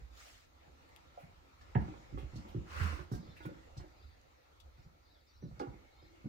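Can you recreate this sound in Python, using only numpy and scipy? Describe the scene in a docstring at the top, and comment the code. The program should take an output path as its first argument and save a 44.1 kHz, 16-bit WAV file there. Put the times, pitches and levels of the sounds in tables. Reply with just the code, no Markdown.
"""Footsteps on hollow decking

Someone steps out of a door onto wooden decking in a quiet walled yard, carrying a two-microphone phone.
Heels and toes ring the boards, grit ticks under the soles, and a shoe drags twice, hissing and booming.
Behind them sit low rumble, distant town hiss, faint hums and far birds; the walls echo feet and birds."""
import sys
import numpy as np
from scipy import signal
from scipy.fft import rfft, irfft
from scipy.io import wavfile
from scipy.ndimage import uniform_filter1d

SR = 44100
rng = np.random.default_rng(int(sys.argv[2]) if len(sys.argv) > 2 else 0)


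def to_wav(sig):
    """Store sig (one row per channel, or 1-D mono) as 16-bit WAV at the path in sys.argv[1].

    Samples outside -1..1 are clipped; the rate is SR.
    """
    pcm = np.clip(np.atleast_2d(sig), -1, 1) * 32767
    pcm = np.round(pcm).astype(np.int16)
    wavfile.write(sys.argv[1], SR, pcm.T)  # frames by channels


N = 277330
TIME = np.arange(N) / SR


def gain_of(db):
    """Decibels to gain."""
    return 10 ** (np.asarray(db) / 20)


def unit_rms(x):
    """Scales to rms 1."""
    return x / np.sqrt(np.mean(x ** 2) + 1e-20)


def at_hz(table, hz):
    """Reads a table on a log-frequency axis."""
    f, value = np.transpose(table)
    return np.interp(np.log(hz + 1), np.log(f + 1), value)


def fader(table):
    """A level ride as gain at every sample."""
    return gain_of(np.interp(TIME, *np.transpose(table)))


def gate(start, stop, fade_s):
    """Fades in after start and out before stop."""
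    return np.clip(np.minimum(TIME - start, stop - TIME) / fade_s, 0, 1)


def pan(pan_db):
    """Stereo gains for a level difference; positive leans left."""
    return gain_of([[pan_db / 2], [-pan_db / 2]])


def add(mix, start, sound):
    """Drops a stereo sound into the mix at a time."""
    part = mix[:, round(start * SR):][:, :sound.shape[1]]
    part += sound[:, :part.shape[1]]


def low_cut(x, hz):
    """Rolls off the bass at 12 dB an octave."""
    return signal.sosfilt(signal.butter(2, hz, "high", fs=SR, output="sos"), x)


def resonate(x, hz, width_hz):
    """A resonant band: shifts hz down to zero, smooths, and shifts back."""
    turn = np.exp(2j * np.pi * hz * TIME)
    pole = np.exp(-np.pi * width_hz / SR)
    return 2 * (turn * signal.lfilter([1 - pole], [1, -pole], x / turn)).real


# Stereo image of diffuse sound at two spaced microphones: (frequency [Hz], left-right correlation [-1..1])
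STEREO_IMAGE = [(60, 1), (130, -0.11), (290, 0.57), (640, -0.53), (1410, -0.28), (3100, -0.11),
                (6820, -0.043), (15000, 0.016)]

def noise(colour, patchy_db, size=1024):
    """Diffuse stereo noise at rms 1, with a colour and drifting louder and softer patches."""
    frames, hz = 4 * N // size + 5, np.fft.rfftfreq(size, 1 / SR)
    a, b, c, d, patches = rng.standard_normal((frames, len(hz), 5)).T
    patches = uniform_filter1d(patches, size=size // 100, axis=0)
    patches = unit_rms(uniform_filter1d(patches, size=12, axis=1))
    likeness = np.clip(at_hz(STEREO_IMAGE, hz), -1, 1)[:, None]
    left = a + 1j * b
    right = likeness * left + np.sqrt(1 - likeness ** 2) * (c + 1j * d)
    spectra = np.array([left, right]) * gain_of(at_hz(colour, hz)[:, None] + patchy_db * patches)
    return unit_rms(signal.istft(spectra, nperseg=size, noverlap=size - size // 4)[1][:, :N])


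# Fader ride of the rumble: (time [s], level [dB])
RUMBLE_RIDE = [(0, -48.5), (.04, -63), (.234, -66.5), (.56, -68), (.72, -65.5), (.8, -68), (1.33, -63),
               (1.41, -69), (1.47, -67), (1.72, -58), (2.02, -56), (3.7, -62), (4.0, -66), (4.05, -59),
               (4.4, -73), (4.51, -71), (4.656, -61), (4.89, -64), (5.326, -73), (5.4, -58.5),
               (5.82, -63.5), (5.95, -69.5), (6.29, -60)]
# Its tone: (frequency [Hz], relative level [dB])
RUMBLE_EQ = [(8.8, -62), (15, 5), (32, -22), (64, 3), (82, 2.5), (97, -22.5), (102, -33.5), (168, -30),
             (200, -30), (260, -102), (440, -120)]

def rumble():
    """A low bed that heaves and sinks, a little to the right."""
    return fader(RUMBLE_RIDE) * pan(-3.5) * noise(RUMBLE_EQ, patchy_db=1.6, size=2048)


# Fader ride of the town, fuller while the feet are busy: (time [s], level [dB])
TOWN_RIDE = [(0, -63), (.1, -67), (.5, -68.5), (.84, -63), (1.54, -65), (1.87, -59), (2.19, -62.5),
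             (2.4, -59), (2.62, -62.5), (3.66, -63), (4.1, -66.5), (5.45, -71), (5.59, -64.5),
             (6.02, -67.5), (6.29, -65.5)]
# Its tone: (frequency [Hz], relative level [dB])
TOWN_EQ = [(71, -50), (120, -4.5), (152, 2.5), (193, -27), (262, -5.5), (395, -12), (536, -4), (681, -10),
           (716, -6), (1110, -12), (1340, -7.5), (1490, -16), (2060, -13.5), (3040, -20.5), (7000, -26.5),
           (9100, -39), (15400, -49)]

def town_hiss():
    """The distant town as a soft, wide wash."""
    return fader(TOWN_RIDE) * noise(TOWN_EQ, patchy_db=2.23)


# Faint hums: (pitch [Hz], width [Hz], resting level [dB], swell start [s], swell end [s], swell level [dB])
HUMS = [(329, 55, -86.5, 6, 6.4, -70.5), (816, 75, -98.5, 5.5, 6.15, -76), (1365, 35, -91, 1, 1.2, -73.5),
        (2180, 140, -92.5, 5.5, 6.4, -78)]

def hums(waver_db=1.8, waver_s=0.082):
    """Narrow bands of noise that waver and each swell once."""
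    out, span = np.zeros((2, N)), round(waver_s * SR)
    for hz, width, rest_db, start, stop, swell_db in HUMS:
        hum = unit_rms(resonate(resonate(rng.standard_normal((2, N)), hz, width), hz, width))
        drift = unit_rms(uniform_filter1d(uniform_filter1d(rng.standard_normal(N), span), span))
        db = rest_db + (swell_db - rest_db) * gate(start, stop, fade_s=0.075) + waver_db * drift
        out += gain_of(db) * hum
    return out


# Bird phrases: (start [s], length [s], crest level before the mix [dB], start pitch [Hz], end pitch [Hz])
BIRD_PHRASES = [(.62, 0.59, -90, 3960, 4800), (3.17, 0.25, -72.5, 4760, 4050), (3.9, 0.26, -74, 4590, 3800),
                (4.7, 0.16, -79.5, 4270, 5900), (5.0, .24, -75.5, 4680, 4050),
                (5.25, 0.26, -73.5, 5040, 4800), (5.88, 0.23, -74.5, 4120, 4400)]

def birds(edge_db=-6):
    """Many far voices twitter in quick wobbling notes around a pitch that slides through each phrase."""
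    level, glide = np.zeros(N), []
    for start, length, db, start_hz, end_hz in BIRD_PHRASES:
        off_centre = 2 * np.clip((TIME - start) / length, 0, 1) - 1
        level += gain_of(db + edge_db * off_centre ** 2) * gate(start, start + length, fade_s=0.018)
        glide += [(start, start_hz), (start + length, end_hz)]
    centre_hz = np.interp(TIME, *np.transpose(glide))
    chorus = np.zeros(N)
    for voice in np.linspace(-1, 1, num=16):  # lowest to highest
        wobble, pulse = uniform_filter1d(uniform_filter1d(rng.standard_normal((2, N)), 700), 500)
        pitch = centre_hz * (1 + 0.24 * voice + 0.046 * unit_rms(wobble))
        notes = np.maximum(unit_rms(pulse) - 0.4, 0)
        chorus += gain_of(-5 * voice ** 2) * notes * np.sin(2 * np.pi * np.cumsum(pitch) / SR)
    return level * unit_rms(chorus) * np.ones((2, 1))


# Reverb of the walled yard: (frequency [Hz], time to fall 60 dB [s])
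YARD_DECAY = [(60, 0.16), (250, 0.42), (1000, 0.31), (4000, 0.14), (12000, 0.056)]

def wall_echoes(send):
    """The walls return sparse echoes of random sign, each band dying at its own speed."""
    taps = np.zeros((2, SR // 2))
    slots = np.arange(200, SR // 2 - 20, 20)
    arrivals = slots + rng.integers(0, 20, (2, len(slots)))
    np.put_along_axis(taps, arrivals, rng.choice([-1., 1.], arrivals.shape), 1)
    taps[1] = 0.5 * taps[0] + 0.63 * taps[1]  # shared echoes narrow the image
    hz, t, spectra = signal.stft(taps, SR, nperseg=512)
    decay = gain_of(-60 * t / at_hz(YARD_DECAY, hz)[:, None])
    tail = signal.istft(spectra * decay, SR, nperseg=512)[1]
    return signal.fftconvolve(send, tail / np.linalg.norm(tail[0]), axes=1)[:, :N]


# Tone of a sole on a smooth floor: (frequency [Hz], relative level [dB])
SMOOTH_FLOOR_EQ = [(350, -41), (600, -14), (757, 15), (929, -16), (1250, 5.5), (1310, 3), (1440, 0),
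                   (2050, 2), (2420, -1.5), (4660, -2.5), (7010, -6), (11000, -19), (15700, -14.5)]
# Tone of a sole on grooved boards: (frequency [Hz], relative level [dB])
GROOVED_BOARD_EQ = [(180, -10), (300, -8), (342, -5.5), (477, -6), (527, -5), (675, -16), (1060, 0),
                    (1380, 2), (1950, -6), (2850, -8), (3100, -15.5), (4850, -16.5), (9550, -27.5),
                    (10700, -33), (15700, -31)]
# Drag cues, voiced at full speed:
# (start [s], fastest moment [s], stop [s], hiss level [dB], boom flare level [dB], boom pitch [Hz])
DRAG_CUES = [(0.076, 0.225, 0.53, -57, -68, 62.2), (2.625, 2.829, 3.094, -42.5, -31.5, 83)]

def shoe_drags(slow_hiss_db=-22, pitch_sag=0.1973, flare_rise_s=0.008, flare_fall_s=0.051):
    """The sliding sole hisses in grains, keeps the lowest board mode going and shakes the next ones."""
    grain_db = 0.28 * unit_rms(uniform_filter1d(rng.standard_normal(N), size=150))
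    grains = unit_rms(gain_of(grain_db))
    shake = unit_rms(resonate(resonate(rng.standard_normal(N), 200, 140), 170, 82))
    smooth = noise(SMOOTH_FLOOR_EQ, patchy_db=3.3, size=256)
    grooved = noise(GROOVED_BOARD_EQ, patchy_db=1.9, size=256)
    out = np.zeros((2, N))
    for (start, fastest, stop, hiss_db, boom_db, boom_hz), hiss in zip(DRAG_CUES, (smooth, grooved)):
        slowness = np.interp(TIME, [start, fastest, stop], [1, 0, 1])
        swish = gain_of(hiss_db + slow_hiss_db * slowness ** 1.55) * grains * hiss
        pitch = boom_hz * (1 - pitch_sag * slowness)
        boards = np.sqrt(2) * np.sin(2 * np.pi * np.cumsum(pitch) / SR) + gain_of(-17.5) * shake
        # the boom flares briefly at full speed over a quieter, flatter drone
        flare = np.exp(-abs(TIME - fastest) / np.where(TIME < fastest, flare_rise_s, flare_fall_s))
        drone = gain_of(-17.5) * (1 - slowness)
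        boom = gain_of(boom_db) * (flare + drone) * pan(-7.5) * boards
        out += gate(start, stop, fade_s=0.077) * (swish + boom)
    return out


# Grit and sole ticks: (time [s], click level [dB], snap pitch [Hz], pan [dB],
# fizz against snap [dB], snap against click [dB], snap length [s])
GRIT_CUES = [(0.891, -53, 2390, 5, -12, -24, .008), (0.962, -45, 2650, 22, -12, -22, 0.0042),
             (1.184, -60.5, 1980, -2, -16, -6, 0.066), (1.61, -63, 4260, -3, -24, -3, .022),
             (1.75, -38, 1740, -4.5, -49, -2, .014), (1.807, -51.5, 1830, 1, -25.5, -7.5, .03),
             (2.174, -63, 2380, -3, -22, 4.5, 0.046), (2.352, -57, 4440, -3, -20, -1, 0.034),
             (2.478, -56.5, 2970, -4, -14, -7.5, .039), (2.83, -40, 1830, -3, -23.5, -4, 0.011),
             (3.113, -56.5, 4640, -6, -9, -1.5, 0.047), (3.14, -56, 4670, -3, -16, -5.5, .034),
             (3.359, -62.5, 2130, -1.5, -23, 5.5, 0.041), (3.421, -61.5, 3000, 0, -17, 0.5, 0.046),
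             (3.453, -52, 1930, -4, -16.5, -2.5, 0.018), (3.77, -50.5, 4540, -3, -26, -6, 0.027),
             (3.797, -55, 1870, -3, -24, -9, 0.035), (3.878, -62, 7000, 0, -6, -20, .006),
             (4.214, -57, 5340, -5, -38, -22, 0.0062), (4.599, -66.5, 3800, 14.5, -15, 4.5, 0.012),
             (5.5952, -42, 4400, -6.5, -26, -13.5, 0.018), (5.614, -55, 2190, -2, -29, -8, 0.025),
             (6.152, -62, 2100, -2, -24, -7, 0.023)]

def grit_tick(db, hz, pan_db, fizz_db, snap_db, length, width_octaves=0.51, rise_share=0.18):
    """Grit under the sole: a dry click, then a short pitched stereo snap with broad fizz above it."""
    t, f = np.arange(8192) / SR, np.fft.rfftfreq(8192, 1 / SR)
    colour = gain_of(-6 * (np.log2((f + 1) / hz) / width_octaves) ** 2) + gain_of(fizz_db) * (f > hz)
    contact = np.roll(irfft(colour), shift=40)
    click = contact / contact.max() * (t < 0.004)
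    small_rings = gain_of(3.7 * unit_rms(uniform_filter1d(rng.standard_normal(len(f)), size=30)))
    crunch = unit_rms(irfft(rfft(rng.standard_normal((2, 8192))) * colour * small_rings))
    attack = 1 - np.exp(-(t / (rise_share * length)) ** 2)
    snap = gain_of(snap_db) * attack * np.exp(-(t / length) ** 1.33) * crunch
    return gain_of(db) * pan(pan_db) * (snap + click)


# Modes of the boards and joists: (frequency [Hz], relative level [dB], base time to fall 60 dB [s])
DECK_MODES = [(58.4, -2.5, 0.58), (78.9, 5, 0.1), (97.7, 1.5, 0.15), (141.5, 3.5, 0.12), (160.1, 3.5, 0.13),
              (184, -2, 0.24), (227, -1.5, 0.16), (255.2, -6, 0.15), (271.6, -5.5, 0.19), (343.8, 1, 0.11),
              (350.3, 2, 0.072), (506, 3.5, 0.059), (570, -4, 0.1), (698, -2, 0.17), (790, -2, 0.22),
              (902, -0.5, 0.12), (1025, 2, 0.13), (1150, 17, 0.021), (1367, 11.5, 0.019),
              (1478, -7.5, 0.29), (1692, -3, 0.046), (1803, -25.5, 0.2), (1720, -17, 0.01),
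              (2110, 5, 0.015), (2560, -30, .04)]
# Footfalls and their rebounds: (time [s], peak before pan and low cut [dB], thud pitch [Hz], pan [dB],
# hollow knock [dB], hard knock [dB], ring time [factor])
STEP_CUES = [(0.017, -41, 54.4, -0.5, -35, -37, 0.62), (0.102, -49, 58.5, 0, -49, -25, 1),
             (0.665, -57, 134, -9, 0, -24, 1), (1.121, -57, 56, 4, -48, -24, .7),
             (1.173, -39.5, 640, -2, -29, -18.5, 0.56), (1.199, -62, 684, -1, -13, 7, 0.78),
             (1.222, -48.5, 142, -3, -27, -23, 1), (1.292, -54, 51, 0, -50, -39, 0.17),
             (1.611, -50, 79, 5, -29, -9, 1), (1.7532, -19.5, 119, -5, -12.5, -21.5, 0.36),
             (1.783, -27, 84.5, -.5, -26, -33, 0.65), (1.819, -40.5, 138, -3, -11, -16, 0.53),
             (1.88, -38.5, 109, -1, -6.5, -11, 0.47), (1.937, -46.5, 105, -6, -3, -3, 0.36),
             (2.122, -37, 85, -11.5, -15.5, -56, 0.37), (2.143, -34, 83, 1, -14, -49, 0.33),
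             (2.173, -36.5, 69, -5, -12.5, -19.5, 1), (2.227, -37.5, 89, -3.5, -9, -49, 0.28),
             (2.33, -40.5, 103, -5, -13, -41, 0.42), (2.356, -37, 95.4, -3, -10, -48, 0.34),
             (2.382, -44.5, 187, 0, -16, -32, 0.27), (2.448, -47, 267, -1.5, -1.5, -7.5, 1),
             (2.546, -31, 121.3, -4, -17, -48, 0.41), (2.564, -30.5, 92.6, -3.5, -14, -47, 0.53),
             (2.61, -49, 70, 4, -8, -34, 1), (2.761, -40, 68.8, -12.5, -15.5, -37, 0.68),
             (2.799, -29.5, 91, -13.5, -44, -29, 0.48), (2.924, -36.5, 67, -10.5, -13.5, -19, .71),
             (2.989, -41.5, 113, -10, -4, -11, 1), (3.115, -30, 117, -4, -15.5, -28, 0.29),
             (3.134, -36, 83, -4.5, -7, -18, 0.61), (3.179, -40.5, 191, -4, -16, -21, 0.84),
             (3.23, -46, 90, -4, -5, -42, 0.23), (3.274, -42, 97, -4, -4, -34, 0.95),
             (3.404, -43.5, 74, -4, -4, -6.5, 1), (3.451, -34.5, 137, -3.5, -4, -14, 0.44),
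             (3.488, -40, 92, -1, 10, -12, 0.51), (3.765, -36, 91.4, -0.5, -16.5, -29, 0.47),
             (3.798, -47.5, 97.7, -7.5, -2.5, -9, 0.62), (3.839, -47, 75.4, -2, -8.5, -25, 0.34),
             (4.035, -59, 70.5, -13, -15, -25, 0.74), (4.655, -52.5, 62, 11, -23, -34, 0.69),
             (4.778, -49.5, 90.2, -0.5, -14, -22, 0.46), (4.849, -51, 133, -3, -16, -30, 0.61),
             (5.424, -37, 162, -2, -2.5, -23.5, 0.64), (5.449, -41.5, 129, -6, -13, -30, 0.55),
             (5.509, -44, 100, -1.5, -15, -27.5, 0.28), (5.571, -49, 118, -2, -8, -19, 1),
             (5.598, -31, 353, -4, 1.5, -6, .5), (5.612, -33, 353, -8, -8.5, -19.5, 0.57),
             (5.671, -40, 103.5, -2, -28, -24, 0.3), (5.738, -43.5, 99.5, -2, -8, -18.5, 0.23),
             (6.022, -53, 95.9, -3, -5, -22, .7), (6.242, -36.5, 143, -1.5, -9, -33, 0.4),
             (6.256, -38.5, 270, -4, -14, -31, 0.46), (6.271, -37, 126, -6, -29, -38, 0.77)]

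def footstep(db, hz, pan_db, hollow_db, hard_db, ring, rise_s=0.0026, left_lag_s=0.00044):
    """The foot thuds the deck modes near the pitch of its spot and knocks the middle and upper ones."""
    f, mode_db, t60 = np.transpose(DECK_MODES)[:, :, None, None]
    t = np.maximum(np.arange(SR // 2) / SR - np.array([[left_lag_s], [0]]), 0)
    detune, uneven = rng.standard_normal((2, len(DECK_MODES), 1, 1))  # no two boards knock alike
    knock_db = np.interp(f, [205, 280.5, 543, 734], [-40, hollow_db - 0.5, hollow_db - 8, hard_db - 3.5])
    knock = gain_of(knock_db + 4.96 * uneven) * np.sin(2 * np.pi * f * (1 + 0.043 * detune) * t)
    narrowing = min(np.sqrt(100 / hz), (hz / 90) ** 1.7)  # high and deep spots pick out fewer modes
    spread_octaves = np.where(f < hz, 0.67, 0.56) * narrowing
    thud = gain_of(-6 * (np.log2(f / hz) / spread_octaves) ** 2) * np.sin(2 * np.pi * f * t)
    sign = (-1.) ** np.arange(len(DECK_MODES))[:, None, None]  # neighbouring modes bend opposite ways
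    attack = 1 - np.exp(-t / rise_s)
    decay = gain_of(mode_db - 60 * t / (t60 * max(ring, 0.1)))
    boards = (sign * attack * decay * (thud + knock)).sum(0)
    return gain_of(db) * pan(pan_db) * boards / abs(boards).max()


def scene():
    """The mix: close feet and their echoes, birds mostly off the walls, dry drags, the ambience bed."""
    feet, birdsong = np.zeros((2, N)), birds()
    for start, *voicing in STEP_CUES:
        add(feet, start, footstep(*voicing))
    for start, *voicing in GRIT_CUES:
        add(feet, start, grit_tick(*voicing))
    feet = low_cut(feet, hz=49.3)  # the feet carry little below this
    echoes = wall_echoes(gain_of(-8) * feet + birdsong)
    return feet + echoes + gain_of(-12.5) * birdsong + shoe_drags() + rumble() + town_hiss() + hums()


# Tone of the microphones' own hiss: (frequency [Hz], relative level [dB])
MIC_HISS_EQ = [(1760, -11.5), (3000, -22.5), (3620, 2.5), (4210, 4), (4810, -2), (6300, -11.5), (8140, -32),
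               (9290, -6.5), (10500, -17.5), (14000, -4.5), (15700, -11)]

def record(dry, bass_hz=22.7, hiss_db=-80.5, top_hz=15800):
    """The microphones roll off the bass and add steady hiss; a steep high cut limits the band."""
    heard = low_cut(dry, bass_hz) + gain_of(hiss_db) * noise(MIC_HISS_EQ, patchy_db=0.6)
    high_cut = signal.firwin(511, top_hz, window=("kaiser", 9), fs=SR)
    return signal.oaconvolve(heard, high_cut[None], "same")


dry = scene()
out = record(dry)
to_wav(out)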